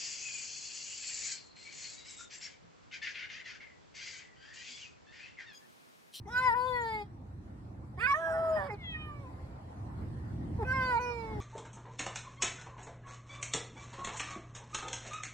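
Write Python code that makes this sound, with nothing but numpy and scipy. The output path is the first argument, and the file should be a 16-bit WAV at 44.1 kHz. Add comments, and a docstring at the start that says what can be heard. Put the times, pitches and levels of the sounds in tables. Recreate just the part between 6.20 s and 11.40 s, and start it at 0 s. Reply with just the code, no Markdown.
"""A cat meows close to a microphone inside a moving car: three loud calls, the second trailing into a thin whine.
Its voice is a stack of partials shaped by throat and mouth resonances, with turbulent rasp on top.
It breaks between registers, and in places the folds slip to a half, third, quarter or fifth rate.
Road rumble, tyre roar and wind hiss are shaped noise that fills the cabin and swells toward the end."""
import sys
import numpy as np
from scipy import signal
from scipy.io import wavfile
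from scipy.ndimage import uniform_filter1d

SR = 44100
rng = np.random.default_rng(int(sys.argv[2]) if len(sys.argv) > 2 else 0)


def unload_wav(signal):
    """Save mono or channel-first audio to the path in sys.argv[1] as 16-bit WAV at rate SR, clipped to [-1, 1]."""
    wavfile.write(
        sys.argv[1],
        SR,
        np.round(np.clip(np.atleast_2d(signal).T, -1, 1) * 32767).astype(np.int16),
    )


N = 229442

# Pitch and throat, one table for each voiced stretch between register breaks: (time [s], pitch [Hz],
# fundamental level [dB], first throat resonance [Hz], its level [dB], second resonance [Hz], its level [dB])
VOICE = [
    [(.06, 423.5, -53, 820, -68, 2000, -62), (.08, 398, -56, 790, -46, 2020, -72),
     (.106, 477.4, -59, 1200, -45.5, 1970, -56), (.165, 496.4, -57.5, 1395, -27, 2500, -62),
     (.195, 506.6, -51, 1374, -24, 2500, -62), (.215, 512.4, -50, 1250, -27, 2080, -42.5),
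     (.274, 503, -46, 1110, -24, 1870, -31.5), (.318, 452.3, -55, 890, -29, 1750, -37),
     (.34, 466, -47, 880, -28.5, 1790, -37)],
    [(.347, 495, -56, 1080, -31.5, 1600, -38), (.371, 492.6, -46, 1110, -31, 2500, -69),
     (.48, 511, -41, 1166, -33, 2350, -64), (.569, 487.4, -43.5, 1080, -37, 1800, -34),
     (.655, 455.3, -46, 953, -37, 1890, -44), (.761, 430.5, -43.5, 806, -39, 2137, -42.5),
     (.823, 409, -47.5, 801, -41.5, 2274, -48), (.85, 412, -67, 828, -68, 2230, -77)],
    [(1.78, 375, -51, 912, -47, 1906, -53), (1.795, 385.4, -54, 1166, -44, 2200, -47),
     (1.813, 449, -54, 1632, -34, 2580, -42.5), (1.843, 501, -52.5, 1714, -23.5, 2300, -45.5),
     (1.865, 508.5, -53, 1552, -28.5, 2560, -34.5), (1.872, 549.3, -65, 1436, -25.5, 2162, -41),
     (1.914, 569, -58, 1217, -23, 2257, -33.5), (1.935, 549, -84, 1115, -23.5, 2230, -50)],
    [(1.943, 599.5, -49, 1251, -29.5, 1770, -30.5), (1.987, 657.3, -38.5, 1310, -43, 1940, -58),
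     (2.017, 658.6, -40, 1345, -45.5, 2536, -72), (2.15, 650.3, -34, 1300, -47.5, 2150, -49.5),
     (2.205, 658, -32.5, 1310, -42, 2000, -74), (2.32, 640.8, -32.5, 1271, -42.5, 2550, -82),
     (2.371, 623, -33, 1251, -44.5, 1870, -39), (2.413, 573.6, -41, 1150, -43.5, 1720, -44),
     (2.485, 564.4, -45, 1108, -49.5, 2180, -58)],
    [(2.495, 474, -42, 935, -57, 2009, -49), (2.505, 424, -50, 840, -41, 2070, -43.5),
     (2.543, 409.7, -42, 797, -44.5, 2277, -55), (2.565, 400.7, -72, 810, -66, 2260, -63)],
    [(2.575, 752, -76, 2250, -64.5, 3560, -103), (2.639, 681.3, -69, 2250, -43, 3520, -54.5),
     (2.725, 641, -73, 1980, -56, 2944, -35), (2.753, 621.3, -80, 1897, -39, 2614, -43),
     (2.79, 618.5, -74, 1500, -45, 2800, -48), (2.814, 619, -73, 1580, -43.5, 2760, -40.5),
     (2.91, 592.6, -62, 1240, -47.5, 2598, -58), (3.02, 564.6, -59, 1157, -63.5, 2245, -69),
     (3.068, 501, -61, 1006, -53.5, 2485, -71), (3.16, 521, -71, 1042, -68, 2127, -74),
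     (3.26, 521, -62, 1040, -68, 2080, -78)],
    [(4.392, 473, -43, 940, -48, 1864, -70), (4.414, 449.5, -37.5, 885, -39, 1800, -77),
     (4.434, 406.6, -31.5, 825, -36.5, 2300, -52), (4.445, 416, -64, 840, -50, 1300, -66)],
    [(4.45, 511, -46, 1576, -54, 2510, -50.5), (4.482, 512, -50, 1479, -33.5, 2030, -58),
     (4.52, 519, -51, 1500, -27, 2114, -83), (4.54, 534, -51, 1280, -31.5, 2130, -41.5),
     (4.623, 513.7, -45.5, 1319, -24.5, 2000, -41.5), (4.66, 511.7, -47, 1300, -27.5, 2050, -47),
     (4.705, 498.4, -44, 1254, -26.5, 2082, -43.5), (4.759, 468.3, -46, 948, -29.5, 2080, -43),
     (4.787, 460.3, -52, 945, -31, 2290, -43.5)],
    [(4.795, 494.6, -46, 1190, -33, 2400, -53.5), (4.9, 483.6, -41, 1102, -38, 2410, -44),
     (4.94, 472.2, -45.5, 986, -48.5, 2303, -51), (5.07, 441.6, -45.5, 928, -47, 2234, -57),
     (5.13, 433.5, -43.5, 870, -49.5, 2168, -56.5), (5.2, 404, -48, 814, -53, 2087, -66)],
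]
# Throat colour of slipped lines and low rasp: (frequency [Hz], relative level [dB])
SLIP_COLOUR = [(150, -9), (330, -11.5), (800, -4.5), (1000, -1.5), (1300, -7), (1650, -4), (1900, -11.5),
               (2200, -30.5), (3000, -27), (4000, -106)]


def gain_of(db):
    """Decibels to gain."""
    return 10 ** (np.asarray(db) / 20)


def evened(x):
    """Scales to rms 1."""
    return x / np.sqrt(np.mean(x ** 2) + 1e-20)


def read(points, hz):
    """A spectrum table at the frequencies hz, straight between points on a log frequency axis."""
    f, value = np.transpose(points)
    return np.interp(np.log(hz + 1), np.log(f + 1), value)


def curve(table, t):
    """All columns of a time table at the times t."""
    s, *columns = np.transpose(table)
    return [np.interp(t, s, column) for column in columns]


def drift(count, span):
    """Slow random wander of rms 1 that holds for about span samples."""
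    span = max(int(span), 1)
    smooth = uniform_filter1d(rng.standard_normal(count), span)
    return evened(uniform_filter1d(smooth, span))


def noise(colour, patchy_db, swell_db):
    """Two-port noise of rms 1 from random short-time spectra with drifting patches and a shared swell."""
    # Left-right likeness: (frequency [Hz], correlation [-1 to 1])
    likeness = [(60, 0.97), (150, .98), (360, 0.7), (870, -0.3), (2120, -0.17), (5170, -0.2),
                (12600, -0.13)]
    # Tilt between the ports: (frequency [Hz], left over right [dB])
    road_balance = [(60, -2), (170, -0.5), (510, 0), (1480, 0), (4330, -1.5), (12600, -0.5)]
    frames, hz = N // 256 + 5, np.fft.rfftfreq(1024, 1 / SR)
    a, b, c, d, patches = rng.standard_normal((frames, 513, 5)).T
    # patches spread over 10 bins and 12 frames
    patches = evened(uniform_filter1d(uniform_filter1d(patches, 10, 0), 12, 1))

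    same = np.clip(read(likeness, hz), -1, 1)[:, None]
    left = a + 1j * b
    right = same * left + np.sqrt(1 - same ** 2) * (c + 1j * d)
    level_db = read(colour, hz)[:, None] + patchy_db * patches + swell_db * drift(frames, 41)
    spectra = np.array([left, right]) * gain_of(level_db)
    spectra = spectra * gain_of(np.outer([.5, -.5], read(road_balance, hz)))[:, :, None]
    return evened(signal.istft(spectra, nperseg=1024, noverlap=768)[1][:, :N])


def road():
    """Body rumble follows the road surface; tyre roar and wind hiss grow as the car speeds up."""
    # Noise colours: (frequency [Hz], relative level per Hz [dB])
    rumble_colour = [(13, -55), (22, -5), (54, -40), (81, 2.5), (96, 0.5), (136, -7.5), (177, -9.5),
                     (293, -13), (345, -16), (407, -48), (450, -30.5), (580, -44), (990, -120)]
    roar_colour = [(240, -19), (400, 12), (625, 9), (840, 13.5), (1170, 5.5), (1270, 3), (1650, -1.5),
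                   (1810, 2), (3000, -22.5), (3900, -62), (6600, -120)]
    hiss_colour = [(1290, -23), (2200, 7), (3540, 4), (4170, 4.5), (6810, -2.5), (8320, -1), (9950, -10.5),
                   (10800, -3.5), (13000, -14)]
    # Rumble loudness over the road: (time [s], level [dB])
    surface = [(0, -45.5), (.6, -49), (1.3, -45), (1.68, -43.5), (2, -48), (2.6, -47), (2.94, -44),
               (3.17, -46.5), (3.25, -43.5), (3.7, -43), (3.8, -38.5), (4.1, -38.5), (4.2, -36.5),
               (4.6, -39.5), (4.78, -43.5), (4.97, -40), (5.2, -40.5)]
    t = np.arange(N) / SR
    # levels in dB from first to last moment
    roar_db, hiss_db = np.linspace(-63.5, -50.5, N), np.linspace(-80, -68, N)

    rumble = gain_of(curve(surface, t)[0]) * noise(rumble_colour, 0.44, 1.65)
    roar = gain_of(roar_db) * noise(roar_colour, 2.6, .6)
    hiss = gain_of(hiss_db) * noise(hiss_colour, 2.8, .7)
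    return rumble + roar + hiss


def settling(table, t):
    """A control that goes from its onset value to a steady one and to its end value in each stretch."""
    settle = .3  # share of a stretch that the onset and the end each take
    rows = []
    for stretch, (onset, steady, end) in zip(VOICE, table):
        a, b = stretch[0][0], stretch[-1][0]
        rows += [(a, onset), (a + settle * (b - a), steady), (b - settle * (b - a), steady), (b, end)]
    return curve(rows, t)[0]


def mouth(t):
    """Mouth controls gliding through each stretch; their levels follow the throat's loudness."""
    # One row a stretch, each with three evenly spaced points of: (bright partials [dB], top partials [dB],
    # lower mouth resonance [Hz], upper one [Hz], low rasp [dB], left over right [dB]); levels before the lift
    mouth_shapes = [
        [(-58.5, -60, 3270, 6100, -51, 6), (-61, -62, 4150, 4770, -60, -0.5),
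         (-58.5, -60.5, 3700, 5100, -78, 10.5)],
        [(-66, -61.5, 3600, 4820, -78, 6.4), (-57, -60.5, 3470, 4300, -58, 7.8),
         (-59, -63.5, 3430, 4870, -62, 3.9)],
        [(-58, -54, 3400, 4700, -79, -0.5), (-67, -67.5, 3300, 4560, -77, -4), (-56, -55.5, 4320, 5560, -74, 6)],
        [(-58.5, -59.5, 3300, 6360, -45, -3.5), (-78.5, -70, 2920, 5100, -52.5, -1),
         (-67, -65.5, 3400, 4760, -35, -4)],
        [(-71, -75, 2000, 5250, -24, 0.0016), (-70, -63, 5500, 5320, -55, 0), (-55, -74, 2500, 3300, -32, 0)],
        [(-56, -78, 3090, 3550, -79, 10.5), (-75, -70, 2780, 3800, -51, -4.5), (-71, -88, 3140, 5220, -59, 7)],
        [(-78, -70, 3500, 5560, -58, 0.97), (-80, -69, 3600, 5000, -62, 1), (-74, -66, 3400, 4900, -22, 0.93)],
        [(-69.5, -65.5, 5000, 6100, -64, 2), (-62, -66.5, 3300, 4840, -78, -1), (-57, -65, 2280, 4240, -68, -2)],
        [(-58.5, -62.5, 4450, 6070, -73, -1.5), (-61.5, -70, 4070, 4940, -72, -8),
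         (-66.5, -78, 3500, 5260, -68, 11.5)],
    ]
    # Bright rasp over bright partials, one row a stretch: (onset [dB], steady [dB], end [dB])
    breath = [(-5, -11, -13), (-12, -16, -11), (4, -2, -20), (0, 9, 8), (0, 0, 0), (-10, -12, -8),
              (0, 0, 0), (-7, -11, -9), (-13, -17, -11)]
    follow, effort_db = .6, -35  # share of the throat's loudness followed, about this level
    break_s, break_db = .012, -14  # the mouth layers dip while the voice changes register

    rows = []
    for stretch, shape in zip(VOICE, mouth_shapes):
        times = np.linspace(stretch[0][0], stretch[-1][0], len(shape))
        rows += [(s, *point) for s, point in zip(times, shape)]
    bright_db, top_db, low_hz, high_hz, rasp_db, pan_db = curve(rows, t)

    _, fundamental_db, _, first_db, _, second_db = curve(np.concatenate(VOICE), t)
    lift_db = follow * (np.max([fundamental_db, first_db, second_db], 0) - effort_db)
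    lift_db = lift_db + break_db * sum(np.exp(-((t - stretch[0][0]) / break_s) ** 2) for stretch in VOICE)
    bright_rasp_db = bright_db + settling(breath, t)
    return (bright_db + lift_db, top_db + lift_db, low_hz, high_hz,
            rasp_db + lift_db, bright_rasp_db + lift_db, pan_db)


def bright(hz, t):
    """Level in dB through the mouth: two moving resonances, then a fixed top colour from 7 kHz up."""
    # Colour of the path to the ports: (frequency [Hz], relative level [dB])
    notches = [(2800, -10), (3100, -1), (3500, 0), (5600, 0), (6100, -12), (6500, 0), (7000, 0)]
    # Colour of the top partials: (frequency [Hz], relative level [dB])
    top_colour = [(6800, -6.5), (7600, -19), (8500, -12), (9500, -12), (10200, -25.5), (11200, -11),
                  (12200, -18), (13000, -22)]
    half_width_hz, valley_db = 270, -25
    bright_db, top_db, low_hz, high_hz = mouth(t)[:4]
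    peaks = sum(1 / (1 + ((hz - f) / half_width_hz) ** 4) for f in (low_hz, high_hz))
    peaks = peaks + gain_of(2 * valley_db)  # doubled dB: these are powers
    resonant_db = bright_db + 10 * np.log10(peaks) + read(notches, hz) - 4
    return np.where(hz < 7000, resonant_db, top_db + read(top_colour, hz) - 8)


def throat(k, t):
    """Level in dB of partial k: two moving throat resonances plus the mouth; the fundamental has its own."""
    half_width_hz, steepness, floor_db = 149.4, 3.46, -35.5  # width, skirt power and valley of a resonance
    hz, fundamental_db, *pairs = curve(np.concatenate(VOICE), t)
    if k == 1:
        return fundamental_db
    power = 0
    for f, db in (pairs[:2], pairs[2:]):
        peak = 1 / (1 + abs((k * hz - f) / half_width_hz) ** steepness)
        power = power + gain_of(2 * db) * (peak + gain_of(2 * floor_db))
    power = power + gain_of(2 * bright(k * hz, t)) * (k * hz > 2600)
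    return 10 * np.log10(power)


def between(t, start, end):
    """A smooth hump from start to end."""
    return np.sin(np.pi * np.clip((t - start) / (end - start), 0, 1)) ** 0.52


def rasp():
    """Turbulent air through throat and mouth, in uneven patches, partly shared by the ports."""
    frames, hz = N // 128 + 5, np.fft.rfftfreq(512, 1 / SR)[:, None]
    t = np.arange(frames) * 128 / SR
    low_db, high_db = mouth(t)[4:6]
    a, b = rng.standard_normal((frames, 257, 2, 2)).T
    patches = rng.standard_normal((frames, 257)).T
    patches = evened(uniform_filter1d(uniform_filter1d(patches, 4, 0), 24, 1))

    mouth_db = bright(np.maximum(hz, 2500), t)
    low = gain_of(low_db + read(SLIP_COLOUR, hz))
    high = gain_of(high_db + 1.2 * (mouth_db - mouth_db.max(0)) + 4.5 * patches) * (hz > 2300)
    air = a + 1j * b
    shared = air + .5 * air[::-1]  # each port hears some of the other's air
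    return signal.istft(shared * (low + high) / 5, nperseg=512, noverlap=384)[1][:, :N]


def cat():
    """Partials of the fold pulses, slipped lines between them, and rasp gated each cycle."""
    # Head and cabin walls favour one port: (frequency [Hz], left over right [dB])
    cat_balance = [(60, -22), (110, -19), (200, 33), (360, -0.5), (650, 1.5), (1170, -2), (2120, -7.5),
                   (3840, -1), (6960, -23), (12600, 5)]
    # Uneven fold cycles smear the high partials, one row a stretch of pitch jitter:
    # (onset [share of pitch], steady [share], end [share])
    jitter = [(.022, .005, .006), (.005, .0022, .004), (.022, .01, .003), (.004, .006, .007),
              (.01, .008, .008), (.003, .003, .003), (.008, .008, .008), (.008, .004, .009),
              (.005, .003, .004)]
    # Lead of the left port as the head turns, one row a stretch: (onset [samples], steady [samples],
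    # end [samples])
    left_lead = [(6.1, 4.2, 10.2), (5.4, 7.2, 11), (7, 5.2, 4.3), (6.9, 7.4, 6), (6.4, 6.2, 6),
                 (5.9, 7.3, 5.4), (7.3, 7, 7.4), (5, 4.7, 6), (3.1, 6.55, 8.3)]
    # The folds repeat only every few cycles, so lines appear between partials: (start [s], end [s],
    # cycles per repeat [count], level before colour and lift [dB], throat resonance that lifts them [Hz])
    slips = [(0.434, 0.516, 2, -70, 1268), (1.992, 2.131, 2, -46, 1670), (2.06, 2.212, 4, -51.5, 817),
             (2.091, 2.219, 4, -53, 1470), (2.133, 2.334, 2, -64, 969), (2.081, 2.393, 5, -58, 378.4),
             (2.349, 2.47, 3, -49.5, 780), (4.86, 4.95, 2, -64, 1190), (5.05, 5.13, 2, -67, 1078)]

    t = np.arange(N) / SR
    voiced = sum((t > rows[0][0] - .005) & (t < rows[-1][0] + .018) for rows in VOICE) > 0
    on = np.flatnonzero(voiced)
    t = t[on]
    slow = t[::64]  # control times
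    hz = curve(np.concatenate(VOICE), slow)[0]
    pan_db, lead = mouth(slow)[-1], settling(left_lead, slow)
    uneven = 1 + settling(jitter, t) * drift(len(t), 135)
    turns = np.cumsum(np.interp(t, slow, hz) * uneven) / SR  # fold cycles so far
    side, out = np.array([[.5], [-.5]]), np.zeros((2, len(t)))

    def line(k, db, shimmer_db, part):
        """One line at k times the pitch, with wandering level and a phase offset between the ports."""
        slipped = k % 1
        wander = drift(3 * len(slow), 14 if slipped else 20).reshape(3, -1)
        db = db + shimmer_db * (wander[0] + .5 * wander[1:])
        db = db + side * (pan_db + read(cat_balance, k * hz))
        # low lines reach the far port later; higher ones have a random offset [cycles]
        shift = side * (k * lead * hz / SR if k < 7 else .2 * wander[1])
        if slipped:
            shift = shift + .2 * wander[2]  # slipped lines waver
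        size = np.array([np.interp(t[part], slow, row) for row in gain_of(db)])
        shift = np.array([np.interp(t[part], slow, row) for row in shift])
        return np.sqrt(2) * size * np.cos(2 * np.pi * (k * turns[part] + rng.random() + shift))

    for k in range(1, 31):
        if k < 7:
            out += line(k, throat(k, slow), .7, slice(None))
        else:
            out += line(k, bright(k * hz, slow), 4.5, slice(None))

    # a faint fast flutter roughens the last of the whine
    flutter_hz, depth = 200, 0.051
    flutter = np.cos(2 * np.pi * flutter_hz * t + 2.6 * drift(len(t), 1200))
    out *= 1 + depth * between(t, 3, 3.9) * flutter

    for start, end, cycles, db, lift_hz in slips:
        part = (t > start) & (t < end)
        hump = between(t[part], start, end)
        for k in np.arange(1, 4 * cycles) / cycles:
            # only lines between partials; an even repeat sounds only its odd lines
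            if k % 1 and (cycles % 2 or k * cycles % 2):
                lift_db = 11 / (1 + ((k * hz - lift_hz) / 120) ** 2)
                out[:, part] += hump * line(k, db + read(SLIP_COLOUR, k * hz) + lift_db, 3, part)

    out += rasp()[:, on] * (1 + .3 * np.cos(2 * np.pi * turns))
    voice = np.zeros((2, N))
    voice[:, on] = out
    fade = uniform_filter1d(uniform_filter1d(voiced * 1., 300), 300) ** 2  # soft edges
    return voice * fade


def cabin(x):
    """Short dense reflections from glass and seats, different at each port."""
    t60 = .1  # decay time by 60 dB [s]
    t = np.arange(4000) / SR
    signs = rng.choice([-1., 1.], (2, 4000))
    sparse = rng.random((2, 4000)) < .05
    taps = signs * sparse * (t > .002) * gain_of(-60 * t / t60)
    taps = taps / np.linalg.norm(taps, axis=1, keepdims=True)
    return signal.fftconvolve(x, taps, axes=1)[:, :N]


def scene():
    """The cat with its reflections over the road noise."""
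    voice = cat()
    cabin_db = -11
    return voice + gain_of(cabin_db) * cabin(voice) + road()


def record(dry):
    """The microphone loses the deepest bass below 48 Hz, then a steep band limit at 13 kHz."""
    dry = signal.sosfilt(signal.butter(2, 48, "high", fs=SR, output="sos"), dry)
    band_limit = signal.firwin(1023, 13000, window=("kaiser", 9), fs=SR)
    return signal.oaconvolve(dry, band_limit[None], "same")


dry = scene()
out = record(dry)
unload_wav(out)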